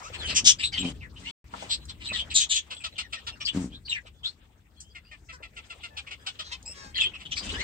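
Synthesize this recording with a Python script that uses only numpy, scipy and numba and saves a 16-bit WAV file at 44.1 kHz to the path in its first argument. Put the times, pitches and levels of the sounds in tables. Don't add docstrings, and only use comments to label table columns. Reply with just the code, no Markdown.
import sys
import numpy as np
from scipy import signal
from scipy.fft import rfft, irfft, next_fast_len
from scipy.io import wavfile
from numba import njit

SR = 44100
rng = np.random.default_rng(int(sys.argv[2]) if len(sys.argv) > 2 else 0)


def store_pcm(level_fs):
    pcm = np.round(np.clip(level_fs, -1, 1) * 32767).astype(np.int16)
    wavfile.write(sys.argv[1], SR, np.atleast_2d(pcm).T)


def magnitude_from_level(level_db):
    exponent = np.asarray(level_db, float) / 20
    return 10 ** exponent


N = 336483

# start in seconds, level in dB, syrinx pitch in Hz,
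# throat resonance in Hz.
BEAT_CALLS = [(2.702, -31.5, 506.4, 2750), (2.836, -29, 656, 3060), (2.979, -26.5, 732.4, 2810),
              (3.123, -29.5, 661, 2730), (3.265, -30.5, 455.6, 3200), (3.401, -33.5, 579, 2590),
              (4.947, -40, 699.5, 2170), (5.111, -41.5, 608, 2080), (5.285, -40.5, 655.3, 2230),
              (5.424, -39, 673, 2300), (5.562, -37.5, 681, 2460), (5.697, -37.5, 673.6, 2600),
              (5.83, -34.5, 691, 2560), (5.966, -32, 813, 2800), (6.064, -40, 553, 2270),
              (6.106, -34.5, 723, 2470), (6.261, -28.5, 753, 3060), (6.388, -32, 624, 3220)]
# start in seconds, level in dB, syrinx pitch in Hz,
# throat at start in Hz, throat at end in Hz.
THROAT_SWEEPS = [
    (1.003, -41, 682, 2784, 1420),
    (1.253, -34.5, 709, 2666, 3467),
    (3.714, -40.5, 813, 2950, 4050),
    (3.848, -40, 792, 4500, 4400),
    (3.884, -28.5, 936, 3950, 3550),
    (3.903, -24.5, 936, 2950, 2800),
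    (3.935, -29, 880, 2600, 1750),
    (4.23, -28, 700, 3100, 4450),
    (6.944, -31, 509.5, 4500, 3600),
    (6.99, -28, 859.5, 3300, 2900),
]
# start in seconds, length in seconds, level in dB, throat in Hz.
HALF_WHISTLED = [(0.63, .045, -20, 3800), (.625, 0.036, -28, 2700), (.77, .032, -23, 3100),
                 (0.66, 0.04, -32, 3750), (.728, .045, -30, 3080), (0.8, .04, -32, 3000),
                 (1.155, .04, -43.5, 2990), (2.125, .04, -28, 3850), (2.14, .045, -28, 3250),
                 (2.178, .055, -25, 3200), (2.952, .03, -41, 3086), (3.448, 0.034, -25, 4650),
                 (3.465, .043, -21, 3076), (7.083, .027, -42, 3130), (7.133, .045, -33, 2750),
                 (7.248, .035, -36, 3150), (7.534, .035, -34, 2900), (7.362, .035, -33.5, 2300),
                 (7.425, .03, -39.5, 3150), (7.49, 0.02, -27, 2950), (7.512, .025, -36.5, 3900),
                 (.583, .04, -38, 4800), (2.76, .03, -40, 3350), (2.8, .035, -43, 2600),
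                 (3.404, .04, -39, 5600), (2.3, .03, -38, 4000)]
# start in seconds, length in seconds, level in dB, throat at start in Hz, at end in Hz.
HOARSE_CHATTER = [(0.929, .04, -63, 3360, 3270), (0.126, .05, -34.5, 2740, 2620),
                  (.268, .08, -31, 4400, 4200), (.584, 0.06, -29, 2300, 3200), (.74, .09, -37, 3300, 3000),
                  (2.112, .12, -33, 3400, 3000), (4.052, .045, -46, 2700, 2400),
                  (6.975, .09, -33, 3300, 3000), (1.226, 0.14, -40.5, 2220, 3550),
                  (1.546, .16, -44.5, 3020, 2190), (1.689, .08, -23, 3600, 4000),
                  (1.88, .045, -36.5, 4000, 3200), (1.994, .06, -42, 2300, 2700),
                  (2.03, .07, -36, 3900, 3000), (2.298, .044, -31.5, 3280, 2400),
                  (3.175, 0.039, -45.5, 3300, 2600), (7.186, 0.061, -41.5, 2530, 2730),
                  (7.353, 0.061, -29, 4470, 4404), (7.49, .04, -35.5, 2720, 3150),
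                  (7.592, 0.03, -31, 3050, 2800)]
# start in seconds, length in seconds, level in dB, throat in Hz,
# extra beak in dB.
HARSH_SCREECHES = [
    (0.0, 0.12, -51, 2350, 5),
    (0.342, .068, -21, 3100, 4.5),
    (0.439, .092, -14.5, 3400, 4.5),
    (.262, .09, -29, 2800, -20),
    (6.418, 0.12, -44.5, 4000, -7.5),
    (7.306, 0.045, -28, 3070, -8),
]
# start in seconds, length in seconds, level in dB, throat in Hz,
# extra beak in dB.
SECOND_BIRD = [
    (2.335, 0.074, -18, 3750, 1),
    (2.377, 0.084, -21, 3523, -2.5),
    (2.487, 0.075, -21, 3440, -2.5),
    (2.534, 0.073, -22, 3365, -3),
]
# start in seconds, length in seconds, level in dB, syrinx pitch in Hz,
# throat in Hz.
OVERTONE_STACKS = [
    (.717, .056, -40, 780, 3660),
    (5.318, .06, -52.5, 506, 3860),
    (6.727, .22, -48, 546, 3600),
    (6.512, .05, -31, 525, 2800),
]
# start in seconds, length in seconds, level in dB, pitch at start in Hz, at end in Hz.
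CLEAN_WHISTLES = [(0.0033, 0.082, -45.5, 850, 1414), (.118, 0.057, -50.5, 1407, 807),
                  (.233, 0.024, -41, 1620, 1595), (.183, .04, -40, 4450, 3900), (.2, .04, -36, 3800, 3200),
                  (.228, .065, -33, 3150, 3020), (4.14, .08, -66, 3450, 3450),
                  (1.234, .073, -45, 1950, 2270), (2.128, 0.038, -35, 2020, 1885),
                  (2.919, 0.023, -52, 4110, 3960), (6.506, 0.039, -48, 907, 1013),
                  (3.018, .051, -48.5, 2264, 1776), (3.16, 0.032, -46.5, 1960, 1806),
                  (3.323, 0.028, -46, 2760, 2786), (4.76, .06, -58, 3350, 3250),
                  (4.77, .04, -61, 4200, 4180), (4.83, .1, -60, 2950, 3350), (6.775, .13, -54, 915, 821),
                  (7.39, .04, -43, 4700, 4900), (7.446, .045, -46, 2600, 2670),
                  (7.535, .045, -37, 1530, 1753), (7.579, .055, -33.5, 1780, 2270),
                  (5.9, .1, -57.5, 880, 860), (6.19, .05, -56, 1630, 1677), (6.43, .045, -51, 3350, 3260),
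                  (1.8, .055, -55, 3950, 4030)]
# start in seconds, length in seconds, level in dB,
# pitch at start in Hz, at end in Hz.
PINCHED_WHISTLES = [
    (6.655, .08, -51, 2500, 2740),
    (.79, .032, -47, 3830, 3760),
]
# start in seconds, length in seconds, level in dB, # pitch at start in Hz, at end in Hz.
BROKEN_WHISTLES = [(.722, .058, -38, 2350, 1950), (.72, .045, -37, 4600, 4500),
                   (.625, .055, -33, 8000, 7800), (.815, .05, -38, 2550, 2450),
                   (.845, .052, -33, 3050, 3150), (.795, .04, -36, 3650, 3850),
                   (2.088, .037, -31, 2644, 2516), (2.055, .04, -33, 4050, 3950),
                   (2.06, .045, -44, 8100, 7900), (2.725, .11, -50, 7850, 7750),
                   (3.875, .018, -40, 3000, 3000), (3.918, .035, -45, 6100, 5900),
                   (3.89, .03, -43, 7700, 7400), (4.25, .032, -36, 3450, 3550),
                   (4.9, .025, -58, 4900, 4850), (5.04, .07, -60, 4800, 4700), (5.05, .06, -59, 2600, 3000),
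                   (6.943, .037, -30, 3300, 3230), (6.952, .04, -36, 2050, 1984),
                   (6.953, .04, -33, 4000, 3900), (6.972, .022, -24, 3500, 2750),
                   (6.99, .035, -19.5, 3050, 3600), (7.007, .042, -24.5, 2700, 2498),
                   (7.028, .048, -23, 3200, 3200), (7.004, .018, -38, 7000, 7100),
                   (7.015, .035, -42, 7750, 7700), (7.016, .02, -41, 5200, 4900),
                   (6.974, .014, -42, 7050, 7000)]
# start in seconds, peak in dB, ring in Hz, decay time (t60) in seconds.
WIRE_TAPS = [(.242, -57, 507, 0.023), (0.2837, -43, 496, 0.016), (.325, -41, 596, 0.036),
             (1.538, -26, 1260, 0.016), (1.547, -40, 895, 0.024), (1.624, -29, 900, 0.011),
             (4.05, -49.5, 689, .04), (1.853, -37, 8060, 0.029), (2.117, -29.5, 770, 0.018),
             (4.803, -33, 7420, 0.099), (5.401, -46.5, 690, 0.13), (6.627, -38.5, 7740, 0.024),
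             (7.466, -37, 201, 0.031), (1.53, -43, 280, .08), (7.493, -36, 7000, .03)]
# start in seconds, length in seconds, panel buzz in dB, wing rustle in dB.
LANDINGS = [(0.251, 0.19, -46, -45), (0.405, 0.1, -42, -56.5), (0.77, 0.1, -34, -55),
            (0.822, .11, -29.5, -36), (1.151, 0.22, -52, -48), (1.496, 0.28, -53, -42),
            (2.072, .13, -49, -54), (3.517, 0.18, -28, -43), (3.653, .13, -41.5, -62.5),
            (4.248, 0.095, -72, -50), (6.83, 0.059, -52.5, -50), (7.39, 0.17, -46.5, -44),
            (7.509, 0.08, -47, -43)]
# pitch in Hz, level in dB, decay time (t60) in seconds.
PANEL_MODES = [(95, -11, 0.018), (198, 5, 0.072), (251.3, 2.5, 0.12), (271, -1, 0.095)]
# time in seconds, room rumble in dB, far flock in dB.
BACKGROUND = [(0.049, -52.5, -66), (0.33, -39.5, -55.5), (0.599, -47, -73), (0.95, -41, -70.5),
              (1.25, -48.5, -76.5), (1.47, -52.5, -72), (1.8, -47.5, -68), (2.3, -46.5, -71),
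              (2.65, -56.5, -73.5), (3.201, -53.5, -71), (3.65, -48, -76), (4.5, -59, -80),
              (5.299, -54, -78), (6.2, -56.5, -70.5), (6.801, -51, -70), (7.2, -50, -72),
              (7.58, -42, -59.5)]
# frequency in Hz, level in dB.
RUMBLE_SPECTRUM = [(30, -31.5), (42, -10), (54, 1.5), (75, -4), (110, -10), (160, -15.5), (250, -17),
                   (420, -28.5)]
# frequency in Hz, level in dB.
RUSTLE_SPECTRUM = [(300, -1.5), (700, -.5), (1500, -3), (3000, -3), (6000, -7), (8000, -13.5), (15000, -19)]
# frequency in Hz, level in dB.
FAR_SPECTRUM = [(300, -2.5), (900, -2.5), (1700, -5), (3000, -3.5), (4700, -12), (6300, -13.5), (7800, -11),
                (9500, -19.5)]
# frequency in Hz, correlation (1 is the same on both sides).
PORT_LIKENESS = [(60, 0.96), (300, 0.85), (700, 0.24), (1400, 0.062)]
# frequency in Hz, gain in dB.
MICROPHONE_COLOUR = [(30, -11.5), (48, 0.5), (6800, -1), (7800, 2), (8800, -3), (9900, -21), (11500, -18.5),
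                     (15500, -13)]
# frequency in Hz, left over right in dB.
LEFT_COLOUR = [(6000, 0), (8500, 2.5), (11500, -1)]

USUAL_DB = -31
BEAT = dict(rough=.38, rough_gain=.025, peak=.2, beak_hz=7900, beak_db=-19, beak_gain=.6,
            width_hz=900, width_gain=.045, chest_db=4, rise=.8)
SWEEP = dict(rough=.28, rough_gain=.008, peak=.35, beak_hz=7700, beak_db=-31, beak_gain=.6,
             width_hz=280, width_gain=0)
CHIRP = dict(rough=.48, rough_gain=.006, peak=.35, beak_hz=7800, beak_db=-30, beak_gain=.5,
             width_hz=330, width_gain=0)
CHAT = dict(rough=.65, rough_gain=.015, peak=.45, beak_hz=7770, beak_db=-14.5, beak_gain=.26,
            width_hz=780, width_gain=0)
SCREECH = dict(rough=.75, rough_gain=0, peak=.42, beak_hz=5800, beak_db=0, beak_gain=0,
               width_hz=560, width_gain=0, rise=1.5)
SHRIEK = dict(SCREECH, beak_hz=6700, beak_follows=1)
STACK = dict(rough=.1, rough_gain=0, peak=.25, beak_hz=5000, beak_db=-21, beak_gain=-.8,
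             width_hz=1350, width_gain=-.028)

PORT_LAG_S, PORT_LEFT_DB = .00041, 4
SIDE_SPREAD_DB, LAG_SPREAD_S = 2, .00018


def calls():
    birds = flock()
    out = np.zeros((2, N))
    chance = rng.standard_normal((len(birds), 3, 13000))
    small_body = signal.butter(2, 1000, "high", fs=SR, output="sos")
    for bird, (noise, hiss, scatter) in zip(birds, chance):
        s, length, db, hz, start_hz, end_hz, open_db, voice = bird
        effort = db - USUAL_DB
        rough = np.clip(voice["rough"] + voice["rough_gain"] * max(effort, -4.0), 0, 1)
        peak = np.clip(voice["peak"], .2, .9)
        beak_db = voice["beak_db"] + voice["beak_gain"] * effort + open_db
        width_hz = voice["width_hz"] * np.exp(voice["width_gain"] * effort)

        n = round(.95 * length * SR)
        u = np.arange(n) / n
        glide_hz = start_hz + (end_hz - start_hz) * u
        bend = glide_hz / glide_hz.mean()
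        pitch_hz = hz * (1.03 - .07 * u) * bend ** .3
        cycles = np.cumsum(pitch_hz) / SR
        whole = cycles.astype(int)
        closing = np.diff(np.floor(cycles + .16 * rough * scatter[whole]), prepend=0) > 0
        pulses = unit_rms(closing * magnitude_from_level(3.9 * rough * scatter[6000 + whole]))
        puffs = 0.41 + np.exp(-3.0 * (cycles % 1))
        source = np.sqrt(1 - rough ** 2) * pulses + rough * unit_rms(noise[:n] * puffs)

        phase, strength = warble(glide_hz, hiss[:n], .025, 5.0)
        tone = 1.4 * strength * (np.sin(phase) + 0.07 * np.sin(2 * phase))
        pure = np.clip(1.3 - width_hz / 500, 0, .9)
        throat = np.sqrt(1 - pure ** 2) * tract(source, glide_hz, 1.92 * width_hz, skirt_db=-24.0)
        throat = throat + pure * tone

        chest_gain = width_hz / 1000 * magnitude_from_level(voice.get("chest_db", -2) - .6 * effort)
        chest = chest_gain * tract(source, 1250 + 0 * u, 1400, skirt_db=-30.5)

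        beak_hz = voice["beak_hz"] * bend ** voice.get("beak_follows", 0)
        beak_width_hz = 350 + width_hz / 2 + 105 * max(beak_db + 11, 0)
        beak = tract(source + 1.3 * hiss[:n] * puffs, beak_hz, beak_width_hz, skirt_db=-17.0)

        upper = signal.sosfilt(small_body, throat + magnitude_from_level(beak_db) * beak)
        sound = upper + magnitude_from_level(-13 - 3.8 * max(db + 26.5, 0)) * chest
        pressure = swell(n, peak, voice.get("rise", 1.1), 0.85)
        aside = 0 if voice is BEAT else abs(scatter[-1])
        add(out, magnitude_from_level(db - 2.36) * pressure * sound, s, 4.0, aside)
    return out


def flock():
    chirp_own, chat_own = np.exp(.15 * rng.standard_normal((2, 30)))
    birds = [(s, .05, db, hz, top, .95 * top, 0, BEAT) for s, db, hz, top in BEAT_CALLS]
    for s, db, hz, a, b in THROAT_SWEEPS:
        length = .04 + abs(b - a) / 38000
        birds.append((s, length, db, hz, a, b, 0, SWEEP))
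    for (s, d, db, a), own in zip(HALF_WHISTLED, chirp_own):
        birds.append((s, d, db, 773 * own, a, a, 0, CHIRP))
    for (s, d, db, a, b), own in zip(HOARSE_CHATTER, chat_own):
        birds.append((s, d, db, 826 * own, a, b, 0, CHAT))
    sag = np.sqrt(.88)
    for rows, voice in ((HARSH_SCREECHES, SCREECH), (SECOND_BIRD, SHRIEK)):
        birds += [(s, d, db, 614.6, a / sag, a * sag, beak, voice) for s, d, db, a, beak in rows]
    return birds + [(s, d, db, hz, a, a, 0, STACK) for s, d, db, hz, a in OVERTONE_STACKS]


@njit
def resonate(x, turn, r):
    y = np.zeros(len(x))
    for i in range(2, len(x)):
        push = (1 - r * r) / 2 * (x[i] - x[i - 2])
        y[i] = push + 2 * r * np.cos(turn[i]) * y[i - 1] - r * r * y[i - 2]
    return y


def tract(x, hz, width_hz, skirt_db):
    turn = 2 * np.pi * np.clip(hz, 300, 12000) / SR
    r = np.exp(-np.pi * max(width_hz, 80) / SR)
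    once = resonate(x, turn, r)
    return unit_rms(resonate(once, turn, r) + magnitude_from_level(skirt_db) * once)


def warble(hz, wobble, pitch_shake, shake_db):
    shake = unit_rms(signal.lfilter([1], [1, -1.94, .9412], wobble))
    strength = magnitude_from_level(shake_db * np.roll(shake, len(hz) // 2))
    return 2 * np.pi * np.cumsum(hz * (1 + pitch_shake * shake)) / SR, unit_rms(strength)


def swell(n, peak, rise, fall):
    u = np.arange(n) / n
    return np.where(u < peak, (u / peak) ** rise, ((1 - u) / (1 - peak)) ** fall)


def add(out, sound, s, pan_db, aside=0):
    lean_db = pan_db + SIDE_SPREAD_DB * (aside - .5)
    for side, lag, sign in ((0, PORT_LAG_S - LAG_SPREAD_S * aside, 1), (1, 0, -1)):
        i = max(round((s + lag) * SR), 0)
        out[side, i:i + len(sound)] += magnitude_from_level(sign * lean_db / 2) * sound[:N - i]


def whistles():
    clean_shake, broken_shake = (.0092, 3.4), (.013, 5.5)
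    rows = [(*row, 10, clean_shake) for row in PINCHED_WHISTLES]
    rows += [(*row, -34, broken_shake) for row in BROKEN_WHISTLES]
    for s, length, db, a, b in CLEAN_WHISTLES:
        over_db = min(5 - 15 * np.log2((a + b) / 2380.0), -4.0)
        rows.append((s, length, db, a, b, over_db, clean_shake))
    out, chance = np.zeros((2, N)), rng.standard_normal((len(rows), 8000))
    for (s, length, db, start_hz, end_hz, over_db, shake), wobble in zip(rows, chance):
        n = round(length * SR)
        glide_hz = start_hz + (end_hz - start_hz) * (np.arange(n) / n) ** .7
        phase, strength = warble(glide_hz, wobble[:n], *shake)
        tone = np.sin(phase) + magnitude_from_level(over_db) * np.sin(2 * phase)
        tone = tone + magnitude_from_level(1.3 * over_db - 4) * np.sin(3 * phase)
        add(out, magnitude_from_level(db) * swell(n, 0.6, 0.3, 0.35) * strength * tone, s, 3.5)
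    return out


def treble_swell(near):
    band = signal.butter(2, [4500, 9000], "band", fs=SR, output="sos")
    treble = signal.sosfilt(band, near.mean(axis=0))
    smooth = signal.butter(2, 60, fs=SR, output="sos")
    return magnitude_from_level(-10) * np.abs(signal.sosfilt(smooth, np.abs(treble)))


def taps():
    out, cracks = np.zeros((2, N)), rng.standard_normal((len(WIRE_TAPS), 4000))
    for (s, db, hz, t60), crack in zip(WIRE_TAPS, cracks):
        dying = crack * magnitude_from_level(-60 * np.arange(4000) / SR / t60)
        band = signal.butter(2, [0.67 * hz, 1.28 * hz], "band", fs=SR, output="sos")
        body = signal.sosfilt(band, dying)
        add(out, magnitude_from_level(db) * body / abs(body).max(), s, 3.5)
    return out


def cage():
    beats = np.cumsum(85 * (1 + 0.14 * drift(20))) / SR
    slaps = (np.diff(np.floor(beats), prepend=0) > 0) * magnitude_from_level(2.8 * rng.standard_normal(N))
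    slaps = slaps * shaking(np.array(LANDINGS)[:, 2])
    buzz = sum(magnitude_from_level(level_db - 6) * ring(slaps, hz, t60) for hz, level_db, t60 in PANEL_MODES)
    return buzz * magnitude_from_level(np.array([[1], [-1]]) * 1.3)


def ring(clicks, hz, t60):
    r, w = magnitude_from_level(-60 / (t60 * SR)), 2 * np.pi * hz / SR
    return signal.lfilter([0, np.sin(w)], [1, -2 * r * np.cos(w), r * r], clicks + 1e-18)


def shaking(levels_db):
    out = np.zeros(N + SR)
    for (s, length, *_), db in zip(LANDINGS, levels_db):
        i, n = round(s * SR), round(length * SR)
        out[i:i + n] += magnitude_from_level(db) * swell(n, 0.26, 1.4, 0.89)
    return out[:N]


def wing_rustle():
    return shaking(np.array(LANDINGS)[:, 3]) * banded_noise(RUSTLE_SPECTRUM, 299.5, 20000, patchy_db=4.0, count=1)


def room(x):
    t = np.arange(SR // 4) / SR
    t60_s, wall_cut_hz = 0.085, 5400
    echoes = rng.standard_normal((2, len(t))) * magnitude_from_level(-60 * t / t60_s) * np.clip(t / 0.0015, 0, 1)
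    echoes = signal.sosfilt(signal.butter(1, wall_cut_hz, fs=SR, output="sos"), echoes)
    echoes = echoes / np.sqrt(np.sum(echoes ** 2, axis=1, keepdims=True))
    return signal.oaconvolve(x, echoes, axes=1)[:, :N]


def far_flock(far_db):
    return magnitude_from_level(far_db + 13.5) * banded_noise(FAR_SPECTRUM, 325.0, 14000, patchy_db=5.2)


def room_rumble(rumble_db):
    return magnitude_from_level(rumble_db - 1.5) * banded_noise(RUMBLE_SPECTRUM, 28, 460, patchy_db=1.5)


def top_hiss():
    high = signal.butter(4, 10500, "high", fs=SR, output="sos")
    return signal.sosfilt(high, rng.standard_normal((2, N)))


def banded_noise(spectrum, low_hz, high_hz, patchy_db, count=2):
    out, together = 0, drift(2.9)
    edges = low_hz * 2 ** np.arange(0, np.log2(high_hz / low_hz), 1 / count)
    white = rng.standard_normal((2, 2, N))
    for k, (low, high) in enumerate(zip(edges, edges[1:])):
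        band = signal.butter(2, [low, high], "band", fs=SR, output="sos")
        mid, side = signal.sosfilt(band, white[k % 2])
        hz = np.sqrt(low * high)
        alike = np.clip(at_hz(PORT_LIKENESS, hz), -1, 1)
        gain = magnitude_from_level(at_hz(spectrum, hz) + patchy_db * (0.46 * together + drift(13.6)))
        out = out + gain * (np.sqrt(1 + alike) * mid + np.sqrt(1 - alike) * side * [[1], [-1]])
    return unit_rms(out) * magnitude_from_level(np.array([[1], [-1]]) * PORT_LEFT_DB / 2)


def drift(rate):
    r = np.exp(-80 * np.pi * rate / SR)
    slow = signal.lfilter([1], [1, -2 * r, r * r], rng.standard_normal(N // 40 + 2002))[2000:]
    return np.interp(np.arange(N) / 40, np.arange(len(slow)), unit_rms(slow))


def unit_rms(x):
    return x / np.sqrt(np.mean(x ** 2) + 1e-20)


def at_hz(points, hz):
    points = np.array(points)
    return np.interp(np.log(hz), np.log(points[:, 0]), points[:, 1])


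def scene():
    s, rumble_db, far_db = np.transpose(BACKGROUND)
    rumble_db, far_db = (np.interp(np.arange(N) / SR, s, c) for c in (rumble_db, far_db))
    near = calls() + whistles() + taps()
    air = (magnitude_from_level(-59 + 0.55 * (far_db + 76.5)) + treble_swell(near)) * top_hiss()
    echoes = magnitude_from_level(-6) * room(near)
    return near + echoes + cage() + wing_rustle() + far_flock(far_db) + room_rumble(rumble_db) + air


def treble_dropouts(x):
    hz, _, frames = signal.stft(x, SR, nperseg=1024)
    call_band = (hz > 2000) & (hz < 9000)
    power = np.sum(np.abs(frames[:, call_band]) ** 2, axis=(0, 1))
    loud = 10 * np.log10(power + 1e-20) > -47
    patch_rows = (hz / 345).astype(int)
    patch_columns = np.arange(len(loud)) // 3
    dice = rng.random((80, len(loud) // 3 + 1))[patch_rows][:, patch_columns]
    share = np.where((hz > 9700) & (hz < 11200), .85, .45) * (hz > 9200)
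    holes = loud & (dice < share[:, None])
    return signal.istft(frames * ~holes, SR, nperseg=1024)[1][:, :N]


def top_cut(x):
    return signal.sosfilt(signal.butter(12, 15800, fs=SR, output="sos"), x)


def record(dry):
    size = next_fast_len(N)
    bins = np.arange(size // 2 + 1)
    table_hz = (bins + 1) * SR / size
    colour = magnitude_from_level(at_hz(MICROPHONE_COLOUR, table_hz))
    colour = colour * magnitude_from_level(at_hz(LEFT_COLOUR, table_hz) * [[.5], [-.5]])
    colour = colour * (bins * SR / size < 15800)
    overloaded = np.tanh(dry / 1.5) * 1.65
    heard = treble_dropouts(irfft(rfft(overloaded, size) * colour, size)[:, :N])
    t = np.arange(N) / SR
    mix = heard * np.where((t > 1.311) & (t < 1.4425), 3e-4, 1)
    return top_cut(mix)


dry = scene()
out = record(dry)
store_pcm(out)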